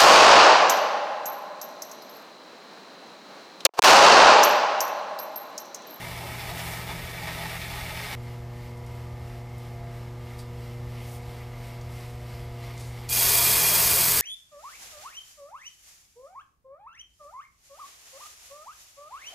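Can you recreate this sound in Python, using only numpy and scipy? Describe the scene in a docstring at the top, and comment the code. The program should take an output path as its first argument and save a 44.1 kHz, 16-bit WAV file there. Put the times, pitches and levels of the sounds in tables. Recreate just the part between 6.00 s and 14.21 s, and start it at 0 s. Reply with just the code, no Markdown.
"""A small workshop, where an electric roller mill runs a few steps away, heard in mono.
Bursting barley kernels ring its frame and shower into a bucket until a hard cut at 2.152 s.
Then the rollers run empty: mains hum, shaft rattle and a swish at each roller turn, all tones and filtered noise.
Someone carries a bowl of grain over, with noise-burst scuffs and ticks and a chirping sole,
and pours it into the sheet-metal hopper, where random blows ring the modes of the metal."""
import sys
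import numpy as np
from scipy import signal
from scipy.fft import rfft, irfft
from scipy.io import wavfile

SR = 44100
rng = np.random.default_rng(int(sys.argv[2]) if len(sys.argv) > 2 else 0)


def transcribe(u):
    """Save the signal u as a 16-bit wav file named by the first command-line argument.

    u: samples, shape (n,) or (channels, n), limited to [-1, 1]; the rate is SR.
    q: integer samples, one column per channel.
    """
    v = np.clip(np.atleast_2d(u).T, -1, 1)
    q = np.round(v * 32767).astype(np.int16)
    wavfile.write(sys.argv[1], SR, q)


N = 362061
TIME = np.arange(N) / SR
BINS = np.fft.rfftfreq(N, 1 / SR)

CUT_S = 2.152  # hard cut from the loaded to the empty mill
MAINS_HZ, SHAFT_HZ = 60, 29.98
ROLLER_HZ, ROLLER_RUB_S = 2.965, 2.295  # turns per second, and a moment of strongest rubbing
CUTOFF_HZ = 15480  # upper cutoff of the whole scene's sound

# Levels inside spectra and mode tables are relative: each layer is normalised before its own gain.
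# magnetic hum; only the rows above the first are used: multiple of twice the mains, level/dB
HUM_HARMONICS = [(1, 0), (2, -11.5), (3, -12.5), (4, -12.5), (5, -18), (6, -26), (7, -21)]
# the hum's overtones shift as the person walks past the motor: t/s, level/dB before load
OVERTONE_LEVEL = [(2.2, -48), (3.5, -48.5), (4.2, -48.5), (4.9, -46.5), (5.6, -49.5), (6.3, -49),
                  (7.0, -50)]
# whine of the drive, before waver and load: f/Hz, level/dB rms
DRIVE_WHINE = [(420, -78), (690, -58), (720, -61.5), (734, -69), (780, -69.5), (840, -72), (975, -66.5),
               (1200, -68), (1380, -80), (1620, -75.5), (1680, -77), (1800, -72.5), (2100, -69.5),
               (2220, -72), (2250, -78)]
# shaking of the bench: f/Hz, level/dB per Hz
RUMBLE_SPECTRUM = [(10, -45), (26, -14), (36, 1.5), (47, 0), (60, 1.5), (82, 5), (97, -7), (135, -8),
                   (165, -6.5), (200, -29.5), (300, -51)]
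# the motor's fan: f/Hz, level/dB per Hz
FAN_SPECTRUM = [(150, -11), (230, 4.5), (290, -5.5), (335, 1.5), (450, 0), (505, 4.5), (560, -2), (900, 1),
                (1080, -4.5), (1250, -1), (1420, -9.5), (2500, -16), (7000, -21), (15000, -48)]
# buzz of the turning shaft: f/Hz, level/dB per Hz
BUZZ_SPECTRUM = [(100, -2), (250, -3.5), (1200, -1.5), (1500, -13.5), (2150, 1.5), (2600, -33), (6000, -31)]
# load on the motor as fresh grain reaches the rollers: t/s, share 0-1
REFILL_LOAD = [(7.2, 0), (7.6, 1), (8.2, 1)]
# modes of the bench under the loaded mill: f/Hz, width/Hz, level/dB
BENCH_MODES = [(164, 4, 0), (174, 6, -5)]

# how hard the rollers are fed: t/s, level/dB
FEED_LEVEL = [(0.0, -44.5), (0.3, -44.5), (0.73, -42), (0.82, -45.5), (1.12, -44.5), (1.6, -42.5),
              (1.97, -43), (2.08, -41.3)]
# sharp cracks of the kernels: f/Hz, level/dB per Hz
CRACK_SPECTRUM = [(400, -11), (1000, -28), (1130, -6), (1270, 6), (1420, -5), (1650, -2.5), (2700, 1.5),
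                  (4000, -4), (5400, -4.5), (7000, -17), (15000, -14.5)]
# low crunch of the kernels: f/Hz, level/dB per Hz
CRUNCH_SPECTRUM = [(190, -37), (250, -10.5), (330, -12), (410, -3.5), (490, -17.5), (640, 0), (740, -5),
                   (820, 2.5), (900, -1), (1050, -6.5), (1300, -24), (3000, -53)]
# grist showering into the bucket: f/Hz, level/dB per Hz
GRIST_SPECTRUM = [(2500, -13.5), (6000, -4), (9300, -2), (11000, -3.5), (13500, -2), (15500, -5)]
# modes of the loaded roller frame: f/Hz, width/Hz, level/dB
FRAME_MODES = [(1893, 90, 3.5), (2116, 130, 3.5), (2264, 83, 5), (3446, 120, -3)]
# brief swells and dips of frame ring and low crunch: t/s, change of ring/dB, change of crunch/dB
GRIND_SWELLS = [(.24, -6, 4.5), (.53, -4, 2.5), (.61, -1, -0.5), (.91, 7.5, 6), (1.189, 5, 2),
                (1.29, 6.5, 2.5), (1.62, 5.5, -2), (1.91, 3, 2.5)]
SWELL_S = 0.027  # half the time a swell or dip takes to pass
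TURN_DB, TURN_PEAK_S = 0.15, 0.3  # the rollers bite harder once a turn
CRACK_DB, FRAME_DB, CRUNCH_DB, GRIST_DB = -0.5, -1.35, -1.5, -4  # each layer against its feed
CRUNCH_DB_PER_S = -1.5  # the low crunch fades, so the grind grows brighter
GRIST_STEADY_DB, GRIST_FOLLOWS = -42.5, 0.66  # the shower follows the feed only in part
GUSH_S, GUSH_WIDTH_S, GUSH_DB = 0.68, 0.15, 4  # one thicker fall of grist

# rubbing of the empty rollers: f/Hz, level/dB per Hz
RUB_SPECTRUM = [(1500, -0.5), (2800, 1), (3800, -2.5), (5400, -3), (6500, -11), (7700, -8), (11000, -11.5),
                (12500, -11), (15500, -14.5)]
# strength of all empty-roller sounds, before their roller-turn swing: t/s, level/dB
EMPTY_LEVEL = [(2.15, -57), (4.0, -58), (5.1, -54.5), (7.0, -53.5)]
# faint sizzle of the roller bearings: f/Hz, width/Hz, level/dB
BEARING_MODES = [(11620, 260, -2), (11950, 260, 5)]
# housing resonances that the shaft rattles: f/Hz, width/Hz, level/dB
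HOUSING_MODES = [(1200, 43, 6), (1979, 87, 3), (2086, 94, 12.5)]

# shoes and grain sliding in the bowl: t/s of the peak, rise/s, fall/s, level/dB, centre f/Hz, spread/octaves
SCUFF_EVENTS = [(3.62, .04, 0.1, -66, 8000, 1.4), (4.391, 0.014, 0.029, -54, 7500, 1.4),
                (4.99, 0.031, 0.045, -58, 2600, .35), (5.059, .05, 0.057, -55.5, 7000, 1.4),
                (5.145, 0.069, 0.03, -49.5, 9500, 1.6), (5.67, .05, 0.044, -63, 6030, 1.4),
                (5.93, 0.051, 0.24, -58.5, 7000, 1.4), (6.65, 0.032, 0.021, -55, 3170, .9),
                (6.808, .04, 0.11, -51.5, 5300, 1.3), (6.97, .06, 0.078, -66, 5000, 1.4)]
# ticks of the bowl and of the first kernels to land: t/s, peak level/dB before the room, centre f/Hz
TICK_EVENTS = [(2.776, -47, 6800), (2.865, -42, 5940), (3.582, -41, 9850), (5.812, -41, 4500),
               (6.778, -37, 5000), (6.810, -36, 7000), (7.091, -22, 5940), (7.109, -31, 7000),
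               (7.127, -12.5, 8000)]
# a sole chirps on the concrete: f/Hz, width/Hz, level/dB
SOLE_MODES = [(4150, 450, 0), (4700, 350, -1), (7000, 500, -3), (8200, 800, -6)]

# hopper modes: f/Hz, width/Hz, level/dB
HOPPER_MODES = [(690, 30, -6), (932, 32, -7.5), (2414, 19, 1.2), (3308, 24, -1.5), (4190, 90, -12),
                (4670, 95, -6.5), (4928, 42, -4.5), (5280, 100, -10), (6530, 190, -8), (7340, 60, -11),
                (7795, 60, -4.5), (8335, 50, -2.5), (9320, 280, -6.5), (10400, 130, -8.5),
                (11000, 95, -6.5), (11205, 55, -2.5), (11485, 38, -6.5), (12230, 130, -1.5),
                (13255, 170, 0), (14490, 160, -5.5)]
# clicks of kernels on the sheet metal: f/Hz, level/dB per Hz
PATTER_SPECTRUM = [(800, -14.5), (2000, -7.5), (3000, -5.5), (3800, -4), (5000, -2.5), (7000, -3),
                   (8700, -3), (10000, -1), (12700, 1.5), (14000, 1), (15500, 0)]
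# thud of kernels on the heap: f/Hz, level/dB per Hz
HEAP_SPECTRUM = [(150, -8.5), (230, -7.5), (290, -5.5), (430, 3.5), (800, -2.5), (1080, 5.5), (1400, -1.5),
                 (2200, 2), (3200, -16)]
POUR_S, POUR_DB, POUR_RISE_S, POUR_SAG_DB_PER_S = 7.085, -18.5, 0.051, -1.5  # swells, then slowly thins
HEAP_DB, HEAP_RISE_S = -33.5, 0.1  # the thud grows as a heap forms
BARE_DB, COVER_S, COVER_DB_PER_S = -32.5, 7.69, -12  # low modes fade as the heap covers the metal
LUMPY_DB, LUMPS_HZ = 0.16, 27  # grain leaves the bowl unevenly

# decay of the workshop: f/Hz, t60/s
ROOM_DECAY = [(150, 0.47), (1000, 0.26), (5000, 0.17), (15000, 0.074)]
# the microphone's treble: f/Hz, level/dB
MICROPHONE_TREBLE = [(13500, 0), (14400, 0), (15500, -3.5)]


def amp(db):
    """Decibels to gain."""
    return 10 ** (np.asarray(db) / 20)


def unit(x):
    """Scaled to rms 1."""
    return x / np.sqrt(np.mean(x ** 2) + 1e-20)


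def noise():
    """White noise for the whole scene."""
    return rng.standard_normal(N)


def read(points, hz):
    """A spectrum joined by straight lines on a log-frequency axis."""
    f, value = np.transpose(points)
    return np.interp(np.log(hz + 1), np.log(f + 1), value)


def over_time(points):
    """A curve of time joined by straight lines, read at every sample."""
    return np.interp(TIME, *np.transpose(points))


def bump(s, width_s):
    """A smooth swell of height 1 around time s."""
    return np.exp(-((TIME - s) / width_s) ** 2)


def add(mix, s, sound):
    """Mixes a sound in at time s."""
    part = mix[max(round(s * SR), 0):][:len(sound)]
    part += sound[:len(part)]


def drift(hz):
    """Slow random wander of rms 1, with its rate limited softly near hz."""
    return unit(irfft(rfft(noise()) * np.exp(-(BINS / hz) ** 2), N))


def colour(x, spectrum, size=8192):
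    """Causal minimum-phase filter with the given spectrum, so that clicks keep their sharp fronts."""
    log_gain = np.log(amp(read(spectrum, abs(np.fft.fftfreq(size, 1 / SR)))))
    response = np.exp(np.conj(signal.hilbert(log_gain)))
    taps = np.fft.ifft(response).real[:size // 2]
    return unit(signal.oaconvolve(x, taps)[:N])


def ring(x, hz, width):
    """One decaying mode, with gain 1 at its peak; a wider mode dies sooner."""
    r = np.exp(-np.pi * width / SR)
    return signal.lfilter([1 - r, 0, r - 1], [1, -2 * r * np.cos(2 * np.pi * hz / SR), r * r], x)


def body(x, modes):
    """An object's modes, all driven by x."""
    return unit(sum(amp(db) * ring(x, hz, width) for hz, width, db in modes))


def impacts(per_s, spread_db):
    """Blows of random time and sign; a spread above zero makes a few much harder than the rest."""
    size = amp(spread_db * np.minimum(rng.exponential(1, N), 4))
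    sign = rng.choice([-1., 1.], N)
    return size * sign * (rng.random(N) < per_s / SR)


def hiss(count, centre_hz, octaves):
    """A broad hump of noise."""
    hz = np.fft.rfftfreq(count, 1 / SR)
    hump = 1 / (1 + (np.log2((hz + 1) / centre_hz) / octaves) ** 4)
    return unit(irfft(rfft(rng.standard_normal(count)) * hump, count))


def room(x, wet_db, count=5):
    """Direct sound plus sparse reflections that die sooner in the treble, in patterns that take turns."""
    t = np.arange(SR // 2) / SR
    shape = (count, len(t))
    taps = rng.choice([-1., 1.], shape) * (rng.random(shape) < 1 / 16) * (t > .003)
    hz, s, z = signal.stft(taps, SR, nperseg=256)
    decay = amp(-60 * s / read(ROOM_DECAY, hz)[:, None])
    tails = signal.istft(z * decay, SR, nperseg=256)[1]
    tails /= np.linalg.norm(tails, axis=1, keepdims=True)
    # the reflection patterns crossfade, nine rounds a second
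    turn = TIME * 9 - np.arange(count)[:, None] / count
    paths = np.maximum(np.cos(2 * np.pi * turn), 0) ** 2
    paths /= np.linalg.norm(paths, axis=0)
    reflections = signal.oaconvolve(x * paths, tails, axes=1).sum(0)[:N]
    wet = amp(wet_db)
    return (x + wet * reflections) / np.hypot(1, wet)


def motor():
    """Mains hum and drive whine, both weaker under load, over the fan, the shaft's buzz and the shaking bench."""
    load = np.clip((CUT_S - TIME) / .002, 0, 1) + over_time(REFILL_LOAD)
    clock = TIME + 4e-5 * drift(2.8)  # all tones share one slight waver of pitch

    def tone(hz, waver_db):
        """A sine of random phase whose level wavers."""
        sine = np.sin(2 * np.pi * (hz * clock + rng.random()))
        return np.sqrt(2) * sine * amp(waver_db * drift(2.1))

    hum = amp(-39.5) * tone(2 * MAINS_HZ, waver_db=0.85)
    overtones = unit(sum(amp(db) * tone(2 * MAINS_HZ * k, waver_db=0.26 * k) for k, db in HUM_HARMONICS[1:]))
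    overtones *= amp(over_time(OVERTONE_LEVEL))
    whine = sum(amp(db) * tone(hz, waver_db=3.5) for hz, db in DRIVE_WHINE)
    rumble = amp(-44.5) * colour(noise(), RUMBLE_SPECTRUM, size=32768)
    fan = amp(-53.0) * colour(noise(), FAN_SPECTRUM)
    shake = amp(-46) * load * body(noise(), BENCH_MODES)
    # the same rough spots pass once a shaft turn: a faint comb of shaft orders
    orders = SHAFT_HZ * np.arange(1, 90)
    phases = np.exp(2j * np.pi * rng.random(len(orders)))
    one_turn = irfft(np.r_[0, amp(read(BUZZ_SPECTRUM, orders)) * phases], 2048)
    turning = np.interp(SHAFT_HZ * clock % 1, np.linspace(0, 1, len(one_turn)), one_turn)
    buzz = amp(-59.5) * unit(turning)
    tones = hum * amp(-4.5 * load) + (overtones + whine) * amp(-7 * load)
    return tones + rumble + fan + buzz + shake


def crushing():
    """Kernels burst between the rollers and ring the frame; grist showers into the bucket."""
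    turn_db = TURN_DB * np.cos(2 * np.pi * ROLLER_HZ * (TIME - TURN_PEAK_S))
    feed_db = over_time(FEED_LEVEL) + turn_db
    from_middle_s = np.minimum(TIME, CUT_S) - CUT_S / 2
    frame_db = feed_db + FRAME_DB
    crunch_db = feed_db + CRUNCH_DB + CRUNCH_DB_PER_S * from_middle_s
    for s, ring_db, low_db in GRIND_SWELLS:
        swell = bump(s, SWELL_S)
        frame_db = frame_db + ring_db * swell
        crunch_db = crunch_db + low_db * swell
    grist_feed_db = GRIST_FOLLOWS * feed_db + (1 - GRIST_FOLLOWS) * GRIST_STEADY_DB
    grist_db = GRIST_DB + grist_feed_db + GUSH_DB * bump(GUSH_S, GUSH_WIDTH_S)
    # the same bursts drive every layer
    bursts = impacts(per_s=2500, spread_db=0.0) * amp(1.33 * drift(32))
    falling = bursts + impacts(per_s=7000, spread_db=1.0)
    cracks = amp(feed_db + CRACK_DB) * colour(bursts, CRACK_SPECTRUM)
    crunches = amp(crunch_db) * colour(bursts, CRUNCH_SPECTRUM)
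    ringing = amp(frame_db) * body(bursts, FRAME_MODES)
    shower = amp(grist_db) * colour(falling, GRIST_SPECTRUM)
    return room(cracks + crunches + ringing + shower, wet_db=-5.5)


def empty_rollers():
    """The rollers rub once a turn; the coupling knocks the housing once a shaft turn."""
    rub = np.cos(2 * np.pi * ROLLER_HZ * (TIME - ROLLER_RUB_S))
    swish = colour(impacts(per_s=9000, spread_db=2.0), RUB_SPECTRUM) * amp(2.55 * rub)
    sizzle = amp(-13.5) * body(noise(), BEARING_MODES) * amp(2.3 * rub)
    knock_shape = 0.41 + np.exp(-(SHAFT_HZ * TIME % 1) / 0.2)
    knocks = knock_shape * noise() * amp(2.5 * drift(6))
    rattle = amp(-5.0) * body(knocks, HOUSING_MODES) * amp(2.2 * rub)
    return room(amp(over_time(EMPTY_LEVEL)) * (swish + sizzle + rattle), wet_db=-7.5)


def handling():
    """Swelling noise scuffs and dry, fast-decaying ticks as the bowl is lifted, carried and tipped."""
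    scuffs, ticks = np.zeros((2, N))
    t = np.arange(-SR // 2, SR // 2) / SR
    for s, rise, fall, db, hz, octaves in SCUFF_EVENTS:
        swell = np.exp(-(t / np.where(t < 0, rise, fall)) ** 2)
        add(scuffs, s - .5, amp(db) * swell * hiss(len(t), hz, octaves))
    scuffs *= amp(2.5 * drift(200))  # gritty flicker
    t = np.arange(1024) / SR
    for s, db, hz in TICK_EVENTS:
        tick = hiss(len(t), hz, octaves=.9) * np.exp(-t / 0.0031)
        add(ticks, s, amp(db) * tick / abs(tick).max())
    return room(scuffs, wet_db=1) + room(ticks, wet_db=-4)


def footstep(s=4.39, decay_s=0.0045, db=-41):
    """One short, gritty chirp of a turning shoe: many small slips ring the sole."""
    slip = (TIME > s) * np.exp(-abs(TIME - s) / decay_s)
    chirp = body(impacts(per_s=6400, spread_db=2), SOLE_MODES)
    return room(amp(db) * slip * chirp, wet_db=0.5)


def pouring(low_modes_hz=3600):
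    """Kernels strike the hopper, each at its own spot, and thud on the growing heap."""
    age = np.maximum(TIME - POUR_S, 0)
    flow_db = POUR_SAG_DB_PER_S * age + LUMPY_DB * drift(LUMPS_HZ)
    flow = (1 - np.exp(-age / POUR_RISE_S)) * amp(flow_db)
    patter = amp(POUR_DB) * flow
    heap = amp(HEAP_DB) * flow * (1 - np.exp(-age / HEAP_RISE_S))
    bare = amp(BARE_DB + COVER_DB_PER_S * np.maximum(TIME - COVER_S, 0)) * flow
    hits = impacts(per_s=5500, spread_db=1.5)
    # a random strength per hit and mode stands for the spot that is struck
    modes = [(hz, amp(db) * ring(hits * noise(), hz, width)) for hz, width, db in HOPPER_MODES]
    low_ring = bare * unit(sum(m for hz, m in modes if hz < low_modes_hz))
    high_ring = amp(-4.5) * patter * unit(sum(m for hz, m in modes if hz >= low_modes_hz))
    clicks = amp(-1.0) * patter * colour(hits, PATTER_SPECTRUM)
    thuds = heap * colour(impacts(per_s=4000, spread_db=1.0), HEAP_SPECTRUM)
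    return low_ring + high_ring + room(clicks + thuds, wet_db=-4.5)


def scene():
    """The loaded mill, then the empty one, the walk and the pour; the same in both channels."""
    rollers = np.where(TIME < CUT_S, crushing(), empty_rollers())
    mono = motor() + rollers + handling() + footstep() + pouring()
    return np.array([mono, mono])


def record(dry):
    """The microphone's treble droop, then the upper cutoff."""
    heard = irfft(rfft(dry) * amp(read(MICROPHONE_TREBLE, BINS)), N)
    low_pass = signal.firwin(1023, CUTOFF_HZ, window=("kaiser", 9), fs=SR)
    return signal.oaconvolve(heard, low_pass[None], "same", axes=1)


dry = scene()
out = record(dry)
transcribe(out)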